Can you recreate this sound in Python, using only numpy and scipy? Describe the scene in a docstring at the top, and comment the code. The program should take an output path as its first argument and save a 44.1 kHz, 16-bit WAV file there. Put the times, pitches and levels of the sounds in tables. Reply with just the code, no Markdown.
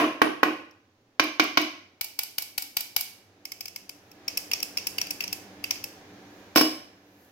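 """A padlock on a stone floor

In a small bare room a steel padlock is knocked on stone, three times on its base and three on its edge.
A palm slaps the shackle six times, fingers tug it to and fro in its play, and the lock is put down
with a ringing clatter. Each impact excites the modes of steel or stone, and the walls reverberate.
A dull rush swells and fades behind; two microphones stand close by on the floor."""
import sys
import numpy as np
from scipy import signal
from scipy.fft import rfft, irfft, next_fast_len
from scipy.io import wavfile
from scipy.ndimage import uniform_filter1d

SR = 44100
rng = np.random.default_rng(int(sys.argv[2]) if len(sys.argv) > 2 else 0)


def generate_wav(signal):
    """Clip the signal to [-1, 1] and save it as 16-bit WAV at the path in sys.argv[1]."""
    frames = np.transpose(np.atleast_2d(signal))
    scaled = np.clip(frames, -1, 1) * 32767
    pcm = np.round(scaled).astype(np.int16)
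    wavfile.write(sys.argv[1], SR, pcm)


N = 322371
LEAD_S = .1   # room for a blow that falls just before time zero
LEAD = int(LEAD_S * SR)
TOTAL = N + LEAD
HIT_SIZE = 4096
HIT_HZ = np.fft.rfftfreq(HIT_SIZE, 1 / SR) + 1


def from_db(db):
    """Amplitude grows tenfold with every 20 dB."""
    return 10 ** (np.asarray(db) / 20)


def at_hz(points, hz):
    """Interpolation of (Hz, value) points along a logarithmic frequency axis."""
    points = np.array(points)
    return np.interp(np.log(hz + 1), np.log(points[:, 0]), points[:, 1])


def peaks_db(notes, hz):
    """Resonance peaks (Hz, width in Hz, dB) add as bell-shaped curves of gain in dB."""
    return sum(db / (1 + (2 * (hz - centre) / width) ** 2) for centre, width, db in notes)


def unit_energy(x):
    """Normalisation to a mean energy of one per channel."""
    return x / np.sqrt(np.sum(x ** 2) / 2 + 1e-20)


def add(track, s, sound):
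    """Superposition: a stereo sound joins the track at s seconds."""
    start = max(int((s + LEAD_S) * SR), 0)
    track[:, start:start + sound.shape[1]] += sound[:, :TOTAL - start]


def diffuse_noise(size, apart_hz=900):
    """Spectrum of a diffuse field: two microphones are coherent in the bass, unrelated in the treble."""
    hz = np.fft.rfftfreq(size, 1 / SR)
    mid, side = rfft(rng.standard_normal((2, size)))
    coherence = .985 / (1 + (hz / apart_hz) ** 4)
    return hz, np.sqrt(1 + coherence) * mid + np.sqrt(1 - coherence) * side * [[1], [-1]]


def minimum_phase(magnitude):
    """Causality sets the phase for a given magnitude: nothing rings before the blow."""
    cepstrum = irfft(np.log(magnitude + 1e-9))
    cepstrum[..., 1:HIT_SIZE // 2] *= 2
    cepstrum[..., HIT_SIZE // 2 + 1:] = 0
    return np.exp(rfft(cepstrum))


def contact(modes, level_db, colour_db, chatter_s, first_touch, lag_s, sharpness=0.94):
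    """Forced vibration: a burst of micro-impacts drives the modes, starting lag_s later on the right."""
    age = (np.arange(HIT_SIZE) / SR - np.array([[0], [lag_s]])) / chatter_s
    force = (age >= 0) * (first_touch + age ** 2) * np.exp(-np.abs(age))
    _, noise = diffuse_noise(HIT_SIZE)
    burst = rfft(irfft(noise) * force)
    burst_power = np.mean(np.abs(burst) ** 2, axis=0)
    ripple = np.sqrt(uniform_filter1d(burst_power, size=31) + 1e-12)
    mode_power = sum(from_db(db) ** 2 / (1 + ((HIT_HZ / hz - hz / HIT_HZ) * hz / width) ** 2) ** sharpness
                     for hz, width, db in modes)
    sound = irfft(burst * minimum_phase(np.sqrt(mode_power) * from_db(colour_db) / ripple))
    return from_db(level_db) * np.sqrt(.01 * SR) * unit_energy(sound)   # level as if spread over 10 ms


def hardness(clank_db, treble_db):
    """The place and hardness of a contact weight the steel's lower and upper modes."""
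    tilt = [(800, 0.013), (1900, clank_db), (3000, clank_db),
            (4600, 0.014), (6200, 0.016), (7800, treble_db)]
    return at_hz(tilt, HIT_HZ)


# Modes of the floor and of the lock body. Each row: frequency in Hz, width in Hz, relative level in dB.
STONE_MODES = [(302, 39, 0), (443, 100, -11.5), (620, 170, -6.5), (1091, 91, 0.5), (1483, 220, -4),
               (2030, 220, -10)]
BODY_MODES = [(845, 160, -7.5), (1470, 140, -9), (2316, 185, -1.5), (2976, 300, -5), (3930, 580, -6.5),
              (4740, 610, -2), (5490, 400, -4.5), (6320, 580, -10), (8190, 960, -9.5), (10120, 600, -7.5),
              (12160, 1100, -2.5), (13400, 750, 2.5), (15200, 850, -3)]
# Dull echoes of the thud. Each row: delay in seconds, frequency in Hz, width in Hz, gain in dB.
THUD_ECHOES = [(.037, 632, 139.8, -21), (.052, 1105, 89.5, -17.5)]
# How each face meets the stone. Each row: thud gain, thud brightness, boom gain, steel gain,
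# clank tilt, treble tilt and ring gain, all in dB, then two favoured notes in Hz.
LOCK_FACES = {"base": (0, 0.5, -23.5, -9, 12, -10.5, -41.5, 9970.5, 2500),
              "edge": (0, 4.5, -23, 0, 6.5, -18.5, -33, 2299.5, 1520),
              "flat": (-1, -3, -18.5, -2.5, 4, -4, -23.5, 8500.5, 5271),
              "bow": (-5, -8.5, -30, 0, 6.5, -6, -20.5, 5270, 5484)}
# Blows on the stone. Each row: start in seconds, relative level in dB, face that strikes.
FLOOR_KNOCKS = [(-0.012, -8, "base"), (0.217, -11, "base"), (0.4309, -12, "base"), (1.196, -16, "edge"),
                (1.3966, -15.5, "edge"), (1.5727, -15.5, "edge"), (6.553, -40, "bow"),
                (6.5592, -14.5, "flat"), (6.572, -17.5, "bow"), (6.579, -19, "flat"), (6.594, -25.5, "bow"),
                (6.611, -19.5, "flat")]


def knocks(boom_db=11, note_db=6, note_width_hz=300):
    """Impact excites both bodies: stone thuds and steel clanks, then echoes, boom and ring linger."""
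    hits, lingering = np.zeros((2, 2, TOTAL))
    low_notes = boom() * np.ones((2, 1))
    blows = []
    for s, level, face in FLOOR_KNOCKS:
        thud, bright, low, steel, clank, treble, ring, *notes_hz = LOCK_FACES[face]
        soft = at_hz([(60, -13.5), (140, -3), (260, -1), (700, 1.0), (1100, bright), (2000, bright),
                      (3500, -7.5), (8000, -28.0)], HIT_HZ)
        favoured = peaks_db([(hz, note_width_hz, note_db) for hz in notes_hz], HIT_HZ)
        hard = hardness(clank, treble) + favoured
        add(hits, s, contact(STONE_MODES, level + thud, soft,
                             chatter_s=0.0013, first_touch=2.4, lag_s=.0001))
        add(hits, s, contact(BODY_MODES, level + steel, hard,
                             chatter_s=0.0018, first_touch=0.85, lag_s=0.00036))
        add(lingering, s, from_db(level + low + boom_db) * low_notes)
        for delay, hz, width, db in THUD_ECHOES:
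            add(lingering, s + delay, contact([(hz, width, 0)], level + thud + db, soft,
                                              chatter_s=0.0019, first_touch=0.89, lag_s=0))
        blows.append((s, level + ring, notes_hz))
    return hits, lingering + ringing(blows)


# Low modes of floor and room. Each row: frequency in Hz, relative level in dB, 60 dB decay in seconds.
BOOM_MODES = [(205.5, -20, 0.43), (252.6, -9, 0.41), (294, -0.5, 0.39), (314, 4, 0.35), (358, -11.5, 0.51),
              (425, -19.5, 0.31), (541, -16, 0.24), (634, -11.5, 0.26), (1096, -1.5, 0.1)]


def boom(build_s=.008):
    """Beating: neighbouring low modes build up after a knock and interfere as they decay."""
    t = np.arange(int(.7 * SR)) / SR
    notes = sum(from_db(db - 60 * t / t60) * np.sin(2 * np.pi * hz * (t - build_s))
                for hz, db, t60 in BOOM_MODES)
    return notes * (1 - np.exp(-t / build_s))


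# Lasting modes of the steel. Each row: frequency in Hz, relative level in dB, 60 dB decay in seconds.
RING_MODES = [(2213, -5, 0.33), (2296, -0.5, 0.31), (2600, -3, .33), (2670, -2.5, .3), (2920, -3.5, .28),
              (3350, -2, .28), (4690, 1.5, 0.33), (4910, 0, .32), (5220, -1.5, .38), (5320, -0.5, 0.53),
              (5510, -1, 0.29), (6360, 1, .3), (10000, -4.5, .35)]


def ringing(blows, favour_db=12, favour_width_hz=260, scatter_db=3):
    """Free vibration follows each blow (s, dB, notes); the grip leaves modes near its notes freest."""
    out = np.zeros((2, TOTAL))
    starts = [int((s + LEAD_S) * SR) for s, *_ in blows]
    shape = (len(blows), len(RING_MODES), 2)
    scatter = from_db(scatter_db * rng.standard_normal(shape)) * rng.choice([-1, 1], shape)
    for k, (hz, db, t60) in enumerate(RING_MODES):
        strike_db = [level + db + peaks_db([(note, favour_width_hz, favour_db) for note in notes], hz)
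                     for _, level, notes in blows]
        strikes = np.full((2, TOTAL), 1e-18)
        strikes[:, starts] = from_db(strike_db) * scatter[:, k].T
        decay, angle = from_db(-60 / (t60 * SR)), 2 * np.pi * hz / SR   # per sample
        out += signal.lfilter([0, np.sin(angle)], [1, -2 * decay * np.cos(angle), decay ** 2], strikes)
    return out


# Decay of the room. Each row: frequency in Hz, reverberation time in seconds.
REVERB_TIMES = [(150, .5), (500, 0.46), (1200, 0.5349), (2400, 0.5332), (5000, .5), (9000, 0.47),
                (15000, 0.35)]
# Strength of its echoes. Each row: frequency in Hz, gain in dB.
REVERB_GAINS = [(100, -6.5), (300, -2.5), (700, -6.5), (1300, -13.5), (2500, -5), (5000, -8.5),
                (9000, -4.5), (15000, -13.5)]


def room(x, gap_s=0.0014, build_s=0.00083):
    """Reverberation: dense reflections from bare walls die exponentially, each band at its own rate."""
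    size = 2 ** 15
    t = np.arange(size) / SR
    hz, noise = diffuse_noise(size)
    centres = np.geomspace(60, 16000, num=17)
    onset = 1 - np.exp(-np.maximum(t - gap_s, 0) / build_s)
    response = 0
    for centre, pick in zip(centres, np.eye(len(centres))):
        band = irfft(noise * at_hz(np.c_[centres, pick], hz))
        decay = onset * from_db(-60 * t / at_hz(REVERB_TIMES, centre))
        response += band * decay / np.linalg.norm(decay) * from_db(at_hz(REVERB_GAINS, centre))
    return signal.fftconvolve(x, response, axes=1)[:, :TOTAL]


def coloured_noise(spectrum, notes=()):
    """Spectral shaping gives diffuse noise a colour; its rms is one."""
    hz, noise = diffuse_noise(next_fast_len(N, True))
    colour = from_db(at_hz(spectrum, hz) + peaks_db(notes, hz))
    return np.sqrt(N) * unit_energy(irfft(noise * colour)[:, :N])


# Spectra of the steady air and the dull rush. 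Each row: frequency in Hz, relative density in dB.
AIR_SPECTRUM = [(25, -11.5), (60, -21), (100, 4.5), (150, -11), (300, -1), (450, -6.5), (1200, -14.5),
                (3000, -19), (6500, -23.5), (8000, -35.5), (16000, -34)]
RUSH_SPECTRUM = [(25, -18.5), (60, -19.5), (100, -5.5), (140, -13.5), (320, -4), (430, -5), (800, -10.5),
                 (1200, -14.5), (1700, -13.5), (3000, -19), (6500, -23.5), (8000, -36), (16000, -34.5)]
# Notes that hum within the rush. Each row: frequency in Hz, width in Hz, boost in dB.
RUSH_HUM = [(102, 19, 6), (190.4, 21, 11.5), (292.2, 19, 13), (765, 30, 6.5), (1600, 7.5, 7),
            (1720, 29, 6.5), (2370, 74, 4)]
# Rise and fall of the rush. Each row: time in seconds, level in dB.
RUSH_SWELL = [(0, -80.5), (2.6, -63), (3.9, -58.5), (4.35, -50), (5.0, -48), (6.45, -50), (7.0, -58)]


def background(air_db=-65.5):
    """Broadband noise: the air is steady, while a slow envelope swells and fades the humming rush."""
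    air = from_db(air_db) * coloured_noise(AIR_SPECTRUM)
    swell = from_db(np.interp(np.arange(N) / SR, *np.transpose(RUSH_SWELL)))
    return air + swell * coloured_noise(RUSH_SPECTRUM, RUSH_HUM)


def clicks(rows, modes, gain_db, note_db, note_width_hz, chatter_s, first_touch, lag_s,
           room_sharpness, ring_db, note_scatter=0.024):
    """Hand-damped steel: each click reaches the microphones with two ringing notes, while the room hears a
    blunter click."""
    direct, radiated = np.zeros((2, 2, TOTAL))
    pan = from_db([[-.3], [.3]])
    # small parts radiate little bass
    radiation_db = at_hz([(100, -14.5), (1200, 0.5), (2200, 0), (3600, -3.0), (5500, -2.0),
                          (6600, -1.5), (8000, -4.5)], HIT_HZ)
    for s, level, clank, treble, *notes_hz in rows:
        notes = [(hz * (1 + note_scatter * rng.normal()), note_width_hz, note_db) for hz in notes_hz]
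        colour = hardness(clank, treble)
        # the highest modes shift with the way the parts touch
        shifted = [(hz * (1 + (hz > 7000) * rng.uniform(-.05, .05)), width, db)
                   for hz, width, db in modes]
        click = contact(shifted, level + gain_db, colour + peaks_db(notes, HIT_HZ),
                        chatter_s, first_touch, lag_s)
        add(direct, s - chatter_s / 2, click * pan)   # starts about 0.5 ms early and rises softly
        add(radiated, s, contact(shifted, level, colour + radiation_db,
                                 chatter_s, first_touch, lag_s, room_sharpness))
    blows = [(s, level + ring_db, notes_hz) for s, level, _, _, *notes_hz in rows]
    return direct + ringing(blows, favour_db=4.5), radiated


# Modes of the shackle. Each row: frequency in Hz, width in Hz, relative level in dB.
SHACKLE_MODES = [(930, 530, -14), (2152, 94, -3), (2620, 280, -1), (3110, 230, -6), (4803, 270, -1.5),
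                 (5460, 490, -0.5), (6110, 510, -9.5), (6900, 250, -15.5), (7840, 510, -26),
                 (12370, 2400, -8), (14300, 270, -3.5), (16600, 510, -6)]
# Pulled against the bolt the shackle rings, pushed home it snaps, sideways it clanks.
# Each row: clank tilt in dB, treble tilt in dB, upper note in Hz, lower note in Hz.
SHACKLE_CATCHES = {"slack": (-4, 2, 5005, 2320), "pull": (-4.5, -3.3, 5545, 2400),
                   "push": (-4, 5, 5450, 2653), "side": (4.2, 1.6, 4870, 2700)}
# Tugs to and fro. Each row: start in seconds, relative level in dB, where the shackle catches.
SHACKLE_TUGS = [(0.709, -57.5, "pull"), (3.4527, -32, "slack"), (3.5185, -31.5, "slack"),
                (3.6073, -30.5, "slack"), (3.656, -33, "slack"), (3.681, -36, "slack"),
                (3.7603, -31, "slack"), (3.893, -34, "slack"), (4.1147, -48, "push"), (4.2799, -23, "pull"),
                (4.3728, -20.5, "push"), (4.514, -24, "side"), (4.5339, -19, "pull"), (4.6014, -33, "pull"),
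                (4.6278, -22, "push"), (4.772, -21.5, "pull"), (4.783, -31, "side"), (4.8693, -22, "push"),
                (4.9824, -22.5, "side"), (5.0142, -21.5, "pull"), (5.1062, -24, "push"),
                (5.2054, -24.5, "side"), (5.2382, -28, "pull"), (5.2775, -32, "pull"),
                (5.3271, -24, "push"), (5.6402, -25, "side"), (5.708, -19.5, "pull"), (5.755, -39, "side"),
                (5.8398, -27.5, "push")]


def tugs(tick_db=-37):
    """Backlash: the shackle crosses its play and strikes a stop; loose parts tick faintly in between."""
    ticks = [(s, tick_db, "side") for s in rng.uniform(4.75, 5.3, size=3)]
    rows = [(s, level, *SHACKLE_CATCHES[catch]) for s, level, catch in SHACKLE_TUGS + ticks]
    return clicks(rows, SHACKLE_MODES, gain_db=-1.5, note_db=12, note_width_hz=290, chatter_s=.00095,
                  first_touch=0.3, lag_s=0.0014, room_sharpness=0.9, ring_db=-32.5)


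# The holding hand bumps the floor. Each row, by face: gain on the knock in dB, pitch in Hz.
HAND_THUMPS = {"edge": (-32, 100), "flat": (-14.5, 196)}


def thumps(palm_db=-25.5, palm_hz=75, palm_width_hz=160, hand_width_hz=41):
    """Soft impact excites low frequencies: flesh bumps dully on the floor and with every slap."""
    out = np.zeros((2, TOTAL))
    palm = [(s, level + palm_db, palm_hz, palm_width_hz) for s, level, *_ in PALM_SLAPS]
    hand = [(s, level + HAND_THUMPS[face][0], HAND_THUMPS[face][1], hand_width_hz)
            for s, level, face in FLOOR_KNOCKS if face in HAND_THUMPS]
    for s, level, hz, width in palm + hand:
        add(out, s, contact([(hz, width, 0)], level, colour_db=-2,
                            chatter_s=0.0011, first_touch=0.37, lag_s=0, sharpness=1.17))
    return out


# The palm throws the shackle against the body. Each row: start in seconds, relative level in dB,
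# time of the rebound in seconds, lower note in Hz, upper note in Hz.
PALM_SLAPS = [(2.0106, -27, 2.043, 2350, 4360), (2.1899, -25, 2.2325, 2320, 4900),
              (2.3818, -25.5, 2.4207, 2900, 4900), (2.579, -25.5, 2.6212, 2530, 4700),
              (2.7678, -23, 2.8062, 2790, 4650), (2.9629, -20.5, 3.0086, 2900, 5170)]


def shackle_on_body(fall_s=.0415, fall_db=-24, fall_notes_hz=(2250, 4650), rebound_db=-8):
    """Rebound: the shackle falls back after edge knocks and bounces, weaker and brighter, after slaps."""
    fall_tilt, slap_tilt, rebound_tilt = (2.8, 2), (0, -0.88), (-6.5, 2.3)   # clank and treble in dB
    rows = [(s + fall_s, level + fall_db, *fall_tilt, *fall_notes_hz)
            for s, level, face in FLOOR_KNOCKS if face == "edge"]
    for s, level, rebound_s, *notes_hz in PALM_SLAPS:
        rows.append((s, level, *slap_tilt, *notes_hz))
        rows.append((rebound_s, level + rebound_db, *rebound_tilt, *notes_hz))
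    return clicks(rows, BODY_MODES, gain_db=2.5, note_db=8.0, note_width_hz=270, chatter_s=.0012,
                  first_touch=0.24, lag_s=0.0013, room_sharpness=0.96, ring_db=-26)


# Spectrum of skin sliding on steel. Each row: frequency in Hz, relative density in dB.
SKIN_SPECTRUM = [(1000, -42), (4000, -11), (6500, -4), (9000, -10), (12500, 3), (15500, -2)]
# Shifts of the grip. Each row: time of the peak in seconds, peak level in dB.
GRIP_SLIDES = [(4.1, -71.5), (5.35, -62), (5.801, -70), (6.4, -67), (7.25, -63)]


def finger_slides(rise_db_per_s=56, fall_db_per_s=91):
    """Friction noise: fingers hiss over the steel, building slowly and stopping more quickly."""
    t = np.arange(N) / SR
    envelope = sum(from_db(db - np.maximum(rise_db_per_s * (s - t), fall_db_per_s * (t - s)))
                   for s, db in GRIP_SLIDES)
    return envelope * coloured_noise(SKIN_SPECTRUM)


def scene(tug_room_db=-6):
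    """Superposition of the lock, its echoes and the background, all a little louder on the right."""
    balance = from_db([[-.8], [.8]])
    knocked, lingering = knocks()
    slapped, slap_spill = shackle_on_body()
    tugged, tug_spill = tugs()
    echoes = room(knocked + slap_spill + from_db(tug_room_db) * tug_spill)
    lock = slapped + tugged + balance * (knocked + lingering + thumps() + echoes)
    return lock[:, LEAD:] + balance * (background() + finger_slides())


def record(dry, cutoff_hz=15900):
    """Soft saturation rounds the highest peaks, and a steep low-pass filter cuts the top."""
    rounded = dry / (1 + dry ** 4) ** .25
    low_pass = signal.ellip(10, .2, 80, cutoff_hz, fs=SR, output="sos")
    return signal.sosfilt(low_pass, rounded, axis=-1)


dry = scene()
out = record(dry)
generate_wav(out)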